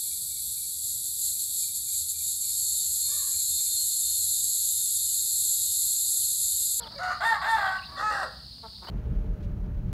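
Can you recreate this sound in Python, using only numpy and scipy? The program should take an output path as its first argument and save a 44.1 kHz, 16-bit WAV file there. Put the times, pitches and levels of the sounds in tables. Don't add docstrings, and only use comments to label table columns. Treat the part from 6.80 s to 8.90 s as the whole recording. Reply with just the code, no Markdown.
import sys
import numpy as np
from scipy import signal
from scipy.fft import rfft, irfft, next_fast_len
from scipy.io import wavfile
from scipy.ndimage import uniform_filter1d

SR = 44100
rng = np.random.default_rng(int(sys.argv[2]) if len(sys.argv) > 2 else 0)


def unload_wav(signal):
    wavfile.write(
        sys.argv[1],
        SR,
        np.round(np.clip(np.atleast_2d(signal).T, -1, 1) * 32767).astype(np.int16),
    )


N = 92610
T = np.arange(N) / SR

# frequency in Hz, gain in dB.
AIR_SPECTRUM = [(24, -28), (40, -6), (62, 6.5), (85, -3.5), (120, -3.5), (160, -5.5), (200, -7), (270, -13),
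                (350, -24), (450, -24), (800, -24.5), (1400, -30), (2000, -34), (2500, -34), (2850, -26),
                (3250, -22), (4000, -11), (4600, -7.5), (5200, -13.5), (5800, -33), (6800, -32.5),
                (7700, -36), (8800, -24.5), (10000, -35), (11200, -29.5), (12300, -44), (13600, -37),
                (14700, -31), (16000, -39)]
# start and length in seconds, start and end pitch in Hz, level in dB, roughness.
HEN_NOTES = [(-.01, 0.072, 488, 446.6, -46.5, 0.34), (0.049, 0.033, 315.6, 293, -47, 0.5),
             (0.1, 0.056, 324, 320, -51.5, 1.2), (1.077, 0.087, 318.3, 319, -52.5, 0.72),
             (1.828, 0.035, 233.6, 220, -44, 0.06), (2.016, 0.015, 186, 181.3, -47.5, 0.04),
             (2.04, 0.0095, 332, 337, -41, 0.96), (2.066, 0.0055, 290, 306, -37.5, 0.4),
             (2.08, 0.0069, 338, 364, -33.5, 0.87)]
# frequency in Hz, gain in dB.
HEN_TONE_SPECTRUM = [(250, -15), (460, -6.5), (680, -5), (900, 2), (1150, -4.5), (1400, -7.5), (1800, -39),
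                     (2200, -47), (3000, -48), (9000, -40), (16000, -46)]
HEN_RASP_SPECTRUM = [(150, -35), (330, -16), (680, -5), (950, -10.5), (1350, -9), (1800, -13.5),
                     (2200, -18.5), (2700, -27), (9000, -38), (16000, -32)]
# start and length in seconds, start, middle and end pitch in Hz, level in dB.
CHICK_NOTES = [(0.016, 0.036, 3550, 3290, 2780, -46), (0.063, 0.021, 3230, 3540, 3000, -47),
               (.118, 0.011, 5270, 4680, 4350, -39.5), (0.148, 0.018, 5310, 4710, 4500, -40),
               (0.176, 0.014, 4980, 4810, 4300, -41.5), (0.324, .024, 4960, 4400, 4070, -49),
               (0.359, 0.018, 5290, 4680, 4340, -45), (0.386, 0.024, 5250, 4670, 3900, -49),
               (0.852, 0.052, 3560, 3190, 3200, -45.5), (0.98, 0.021, 2647, 2872, 2497, -47.5),
               (1.014, 0.043, 2387, 2670, 2900, -48), (1.04, 0.039, 2926, 4160, 2620, -46),
               (1.17, 0.035, 3820, 3480, 3550, -46), (1.947, 0.026, 2840, 3950, 2590, -52),
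               (2.07, 0.037, 2720, 3110, 2870, -46.5)]
# time in seconds, pitch in Hz, level in dB.
HOOT_CURVE = [(.155, 586, -44.5), (.18, 561.6, -45), (.20, 531.6, -45)]
FAR_CALL_CURVE = [(.30, 600.6, -29), (.385, 606, -44), (.45, 627, -67), (.57, 559.6, -35),
                  (.63, 562, -39.5), (.80, 566, -49), (1.0, 552, -44), (1.05, 561, -80), (1.10, 562, -51.5),
                  (1.17, 560.5, -42)]
HUM_CURVE = [(1.08, 233.2, -63), (1.33, 300, -60), (1.5, 424, -55.5)]
# frequency in Hz, gain in dB.
FAR_CALL_SPECTRUM = [(560, -14), (1120, 13), (1700, 1), (2300, -12), (5000, -54)]
# time in seconds, pitch in Hz, roughness, odd-harmonic gain in dB.
CROW_VOICING = [
    [(.18, 300, 1.1, -7), (.21, 365.9, 0.42, -10), (.255, 365, 0.5, -21), (.295, 364.5, 0.6, -15),
     (.32, 360, 0.65, -11), (.345, 389.6, 1, 8)],
    [(.40, 319.3, 0.68, -10), (.425, 383, 0.52, -7), (.443, 438.8, 0.73, 2), (.462, 457.6, 0.03, -20),
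     (.50, 456.3, 0, -5.5), (.525, 444, 0.08, -5.5), (.555, 414.7, 0.6, 3)],
    [(.61, 363, 0.87, 21), (.645, 388.3, 0.64, -5), (.67, 439.3, 0.52, -5), (.70, 456.8, 0, -17),
     (.735, 446, 0, -7), (.757, 444.5, 0, -8), (.778, 425.7, 0.65, -5), (.825, 394.6, 0.61, -6),
     (.865, 379, 0.54, 4), (.95, 379.5, 0.31, -4), (.99, 380, 0.54, -5)],
    [(1.16, 378.2, 0.61, 12), (1.205, 395.4, 0.87, 7.5), (1.24, 428, 0.07, 4), (1.295, 428.1, 0, 0.5),
     (1.315, 414.8, .55, 8), (1.345, 400, 0.89, -4), (1.39, 402, 0.72, -24), (1.425, 368.8, 0.81, -2.5),
     (1.46, 251.7, 0.72, 0)],
]
# time in seconds, relative level in dB.
CROW_EFFORT = [
    [(0.18, -42), (0.2, -36.5), (0.238, -29), (0.284, -31), (0.326, -30), (0.345, -38.5)],
    [(0.4, -35.5), (0.42, -27), (0.465, -23), (.505, -24), (0.526, -22.5), (0.538, -27), (0.555, -28.5)],
    [(0.612, -31), (0.63, -29), (.70, -25), (0.752, -23), (0.766, -27), (0.884, -27), (0.908, -30.5),
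     (0.968, -32), (0.99, -47)],
    [(1.16, -42.5), (1.202, -28.5), (1.222, -30.5), (1.238, -28), (1.31, -29), (1.44, -30.5), (1.46, -40)],
]
# time in seconds, gain in dB.
CROW_UPPER_GAIN = [(.44, -0.5), (.48, 6.5), (.52, -8), (.56, 1.5), (.68, 0), (.70, 5.5), (.74, -6),
                   (.77, -2), (.90, -2.5), (.95, 11), (1.16, 1)]
# frequency in Hz, gain in dB.
CROW_TONE_SPECTRUM = [(200, -51), (450, -36), (600, -3), (740, 4), (900, -6), (1100, 3.5), (1350, -8),
                      (1480, 7.5), (1820, -8), (1920, -4), (2270, -23), (2720, -36.5), (3100, -27),
                      (3650, -18.5), (4100, -16.5), (4550, -31), (5600, -42.5), (6400, -41.5),
                      (8000, -36.5), (9200, -32), (10500, -55.5), (13000, -40), (16000, -53)]
LAST_TONE_SPECTRUM = [(250, -21), (425, -25.5), (520, 10.5), (850, -3), (1280, -1), (1700, -3), (2120, -23),
                      (2400, -36), (2560, -17), (2800, -43), (4200, -14.5), (5600, -33.5), (8100, -32.5),
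                      (10500, -63), (16000, -54)]
FIRST_RASP_SPECTRUM = [(200, -41), (420, -21.5), (610, -8.5), (760, -19), (960, -2), (1080, -11), (1200, 3),
                       (1340, 7), (1550, -7.5), (2050, -4), (2450, -28), (2900, -13), (3400, -46),
                       (4300, -3), (5200, -19), (5800, -26), (6700, -23.5), (8200, -33.5), (10500, -39),
                       (16000, -39)]
MIDDLE_RASP_SPECTRUM = [(200, -50), (400, -15), (530, -24), (660, 1), (800, 2), (1000, -6), (1230, 6),
                        (1400, -4.5), (1580, 5.5), (1750, -7), (1930, 1), (2150, -13), (2450, -20),
                        (2750, -14), (3000, -26), (3400, -9.5), (4200, -6.5), (5100, -33), (5900, -38),
                        (6500, -45), (7900, -18), (8500, -44), (9200, -34), (10300, -60), (12800, -34),
                        (16000, -40)]
LAST_RASP_SPECTRUM = [(200, -10), (400, -20), (580, -2.5), (800, -11), (1000, -6.5), (1270, 5), (1480, -1),
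                      (1680, -2.5), (1900, 5.5), (2080, -31), (2350, -30), (2750, -14), (3100, -32),
                      (3600, -12.5), (4700, -20), (5600, -15.5), (6700, -48), (8000, -15.5), (8800, -38),
                      (9500, -26.5), (10500, -41), (16000, -37)]
# frequency in Hz, gain in dB.
WHEEZE_SPECTRUM = [(2300, -33), (3000, -36), (3400, 0.5), (4200, 9), (5200, -8), (5900, -23), (6500, -18),
                   (7300, -8), (8400, -4), (9200, -15), (10300, -34), (11300, -12), (13700, -28),
                   (14400, -19), (16000, -24)]
# time in seconds, band centre in Hz, level in dB.
GRATE_CURVE = [(1.31, 1888, -38), (1.346, 1786, -39), (1.429, 1545, -41), (1.461, 1306, -44)]
# impulse level in dB, before filtering.
TICK_IMPULSES_DB = [-28, -26, -24, -22, -28, -26, -19]

CALL_ATTACK_S, CALL_RELEASE_S = 0.0075, 0.019
LOW_CUT_HZ, HIGH_CUT_HZ = 12, 15700


def from_db(db):
    return 10 ** (np.asarray(db) / 20)


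def unit_rms(x):
    return x / np.sqrt(np.mean(x ** 2) + 1e-20)


def curve_at(rows, t):
    times_s, *columns = np.transpose(rows)
    return [np.interp(t, np.sort(times_s), column) for column in columns]


def gain_at(spectrum, hz):
    points_hz, db = np.transpose(spectrum)
    return from_db(np.interp(np.log(hz + 1e-6), np.log(points_hz), db))


def colour(x, spectrum):
    size = next_fast_len(len(x))
    gain = gain_at(spectrum, np.arange(size // 2 + 1) * SR / size)
    return unit_rms(irfft(rfft(x, size) * gain, size)[:len(x)])


def butter(x, order, hz, kind="low"):
    return signal.sosfilt(signal.butter(order, hz, kind, fs=SR, output="sos"), x)


def drift(rate_hz, size):
    pole = np.exp(-2 * np.pi * rate_hz / SR)
    wander = signal.lfilter([1], [1, -2 * pole, pole * pole], rng.standard_normal(size + 4000))
    return unit_rms(wander[4000:])


def gate(t, start_s, end_s, attack_s=CALL_ATTACK_S, release_s=CALL_RELEASE_S):
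    return np.clip((t - start_s) / attack_s, 0, 1) * np.exp(-np.maximum(t - end_s, 0) / release_s)


def note_span(start_s):
    return np.arange(SR // 2) + int(start_s * SR)


def add(out, span, note):
    inside = (span >= 0) & (span < N)
    out[span[inside]] += note[inside]


def outdoor_air(level_db=-47):
    return from_db(level_db) * colour(rng.standard_normal(N), AIR_SPECTRUM)


def whistle(start_s, length_s, start_hz, middle_hz, end_hz):
    progress = np.linspace(0, 1, max(int(length_s * SR), 8))
    hz = np.polyval(np.polyfit([0, .5, 1], [start_hz, middle_hz, end_hz], 2), progress)
    span = int(start_s * SR) + np.arange(len(progress))
    return span, np.sin(np.pi * progress) * np.sin(2 * np.pi * np.cumsum(hz) / SR)


def chorus(chirps_per_s=600, chirp_s=.02, fall_hz=1145, level_db=-49, spread_db=4):
    out = np.zeros(N)
    starts_s = rng.uniform(-chirp_s, N / SR, size=3000)[:int(chirps_per_s * N / SR)]
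    for start_s, (pitch, length, loudness) in zip(starts_s, rng.standard_normal((3000, 3))):
        top_hz = 5056 + 219.6 * pitch
        length_s = chirp_s * np.exp(0.2805 * length)
        span, chirp = whistle(start_s, length_s, top_hz, top_hz - fall_hz / 2, top_hz - fall_hz)
        add(out, span, from_db(spread_db * min(loudness, 2)) * chirp)
    return from_db(level_db) * unit_rms(out)


def syrinx(hz, rough, tone_spectrum, rasp_spectrum, odd_db=0, upper_db=0, harmonics=36):
    size, rough = len(hz), np.clip(rough, .01, .95)
    jitter = (.003 + .012 * rough ** 2) * drift(98, size)
    phase = 2 * np.pi * np.cumsum(hz * (1 + jitter)) / SR
    throb = phase / 6 + .55 * drift(9, size)
    phase = phase + .14 * rough * np.sin(throb)
    tone, tone_power = 0, 0
    for k in range(1, harmonics + 1):
        shimmer_db = 2 * drift(28, size)
        boost_db = odd_db * (k % 2) + upper_db * (k > 2) + shimmer_db
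        gain = gain_at(tone_spectrum, k * hz) * from_db(boost_db) * (k * hz < HIGH_CUT_HZ)
        blur_rad = .008 * k ** 1.75 * drift(220, size)
        swell = 1 + .37 * rough * np.sin(throb + rng.uniform(0, 2 * np.pi))
        tone += gain * swell * np.sin(k * phase + blur_rad + rng.uniform(0, 2 * np.pi))
        tone_power += gain ** 2 / 2
    chopped_air = rng.standard_normal(size) * (1 + np.cos(phase)) * (1 + .5 * np.sin(throb))
    rasp = colour(chopped_air, rasp_spectrum)
    rasp /= np.sqrt(uniform_filter1d(rasp ** 2, size=500) + 1e-9)
    rasp_mix = .85 * rough
    tone *= from_db(1.5) * np.sqrt((1 - rasp_mix) / tone_power)
    return tone + from_db(-0.5) * np.sqrt(rasp_mix) * rasp


def hen():
    out = np.zeros(N)
    for start_s, length_s, start_hz, end_hz, db, rough in HEN_NOTES:
        span = note_span(start_s)
        t, end_s = span / SR, start_s + length_s
        hz = np.interp(t, [start_s, end_s], [start_hz, end_hz])
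        voice = syrinx(hz, rough, HEN_TONE_SPECTRUM, HEN_RASP_SPECTRUM, harmonics=12)
        envelope = gate(t, start_s, end_s, attack_s=0.013, release_s=0.0078)
        add(out, span, from_db(db) * envelope * voice)
    return out


def chicks(husk_depth=.45, husk_hz=300):
    out = np.zeros(N)
    for *glide, db in CHICK_NOTES:
        span, peep = whistle(*glide)
        husk = 1 + husk_depth * drift(husk_hz, len(peep))
        add(out, span, np.sqrt(2) * from_db(db) * peep * husk)
    return out


def thin_call(curve, spectrum, waver):
    hz, db = curve_at(curve, T)
    phase = 2 * np.pi * np.cumsum(hz * (1 + waver * drift(63.9, N))) / SR
    tone = sum(gain_at(spectrum, k * hz) * np.sin(k * phase) for k in range(1, 5))
    return unit_rms(tone) * from_db(db) * gate(T, curve[0][0], curve[-1][0])


def rooster(beak_cut_hz=325):
    out = np.zeros(N)
    tones = [CROW_TONE_SPECTRUM] * 3 + [LAST_TONE_SPECTRUM]
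    rasps = [FIRST_RASP_SPECTRUM, MIDDLE_RASP_SPECTRUM, MIDDLE_RASP_SPECTRUM, LAST_RASP_SPECTRUM]
    for voicing, effort, tone_spectrum, rasp_spectrum in zip(CROW_VOICING, CROW_EFFORT, tones, rasps):
        start_s, end_s = effort[0][0], effort[-1][0]
        span = note_span(start_s)
        t = span / SR
        hz, rough, odd_db = curve_at(voicing, t)
        upper_db = curve_at(CROW_UPPER_GAIN, t)[0]
        envelope = from_db(curve_at(effort, t)[0] - 0.5) * gate(t, start_s, end_s)
        wheeze_gain = from_db(-21.5) * (envelope / from_db(-25)) ** 0.16
        wheeze = wheeze_gain * colour(rng.standard_normal(len(t)), WHEEZE_SPECTRUM)
        voice = syrinx(hz, rough, tone_spectrum, rasp_spectrum, odd_db, upper_db)
        add(out, span, envelope * (voice + wheeze))
    return butter(out, 3, beak_cut_hz, "high")


def scatter(x, crossover_hz=4000, t60_s=0.034, share=0.82):
    paths = rng.standard_normal(SR // 20) * from_db(-60 * T[:SR // 20] / t60_s)
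    paths /= np.sqrt(np.sum(paths ** 2))
    low = butter(butter(x, 2, crossover_hz), 2, crossover_hz)
    high = butter(butter(x, 2, crossover_hz, "high"), 2, crossover_hz, "high")
    return low + np.sqrt(1 - share) * high + np.sqrt(share) * signal.fftconvolve(high, paths)[:N]


def grating(width_hz=145, top_hz=1970):
    hz, db = curve_at(GRATE_CURVE, T)
    phase = 2 * np.pi * np.cumsum(hz) / SR
    band = drift(width_hz, N) * np.sin(phase) + drift(width_hz, N) * np.cos(phase)
    return butter(band, 8, top_hz) * from_db(db) * gate(T, GRATE_CURVE[0][0], GRATE_CURVE[-1][0])


def ticking(start_s=1.7335, period_s=.0504, top_hz=1564):
    times_s = start_s + period_s * np.arange(len(TICK_IMPULSES_DB))
    impulses = np.zeros(N)
    impulses[(times_s * SR).astype(int)] = from_db(TICK_IMPULSES_DB)
    return butter(impulses + 1e-18, 1, [top_hz / 4, top_hz], "band")


def yard(x, cut_hz=8100, echo_s=.031, echo_db=-11, tail_delay_s=0.015, t60_s=0.46, tail_db=-9):
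    tail = rng.standard_normal(N) * from_db(-60 * T / t60_s) * (T > tail_delay_s)
    tail /= np.sqrt(np.sum(tail ** 2))
    dull = butter(x, 2, cut_hz)
    echo = from_db(echo_db) * np.interp(T - echo_s, T, dull, left=0)
    return echo + from_db(tail_db) * signal.fftconvolve(dull, tail)[:N]


def scene():
    air = outdoor_air()
    crow = scatter(rooster()) + grating()
    far_call = thin_call(FAR_CALL_CURVE, FAR_CALL_SPECTRUM, waver=0.02)
    hoot = thin_call(HOOT_CURVE, spectrum=[(550, 2), (1100, -13.5)], waver=0.0098)
    hum = thin_call(HUM_CURVE, spectrum=[(300, 2), (900, -24)], waver=0.052)
    far = hoot + crow + far_call + hum
    near = hen() + chicks()
    reflections = yard(far + from_db(-7) * near)
    return (far + near + reflections + chorus() + ticking() + air)[None]


def record(dry):
    high_passed = butter(dry, 3, LOW_CUT_HZ, "high")
    return signal.sosfilt(signal.ellip(10, .2, 80, HIGH_CUT_HZ, fs=SR, output="sos"), high_passed)


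dry = scene()
out = record(dry)
unload_wav(out)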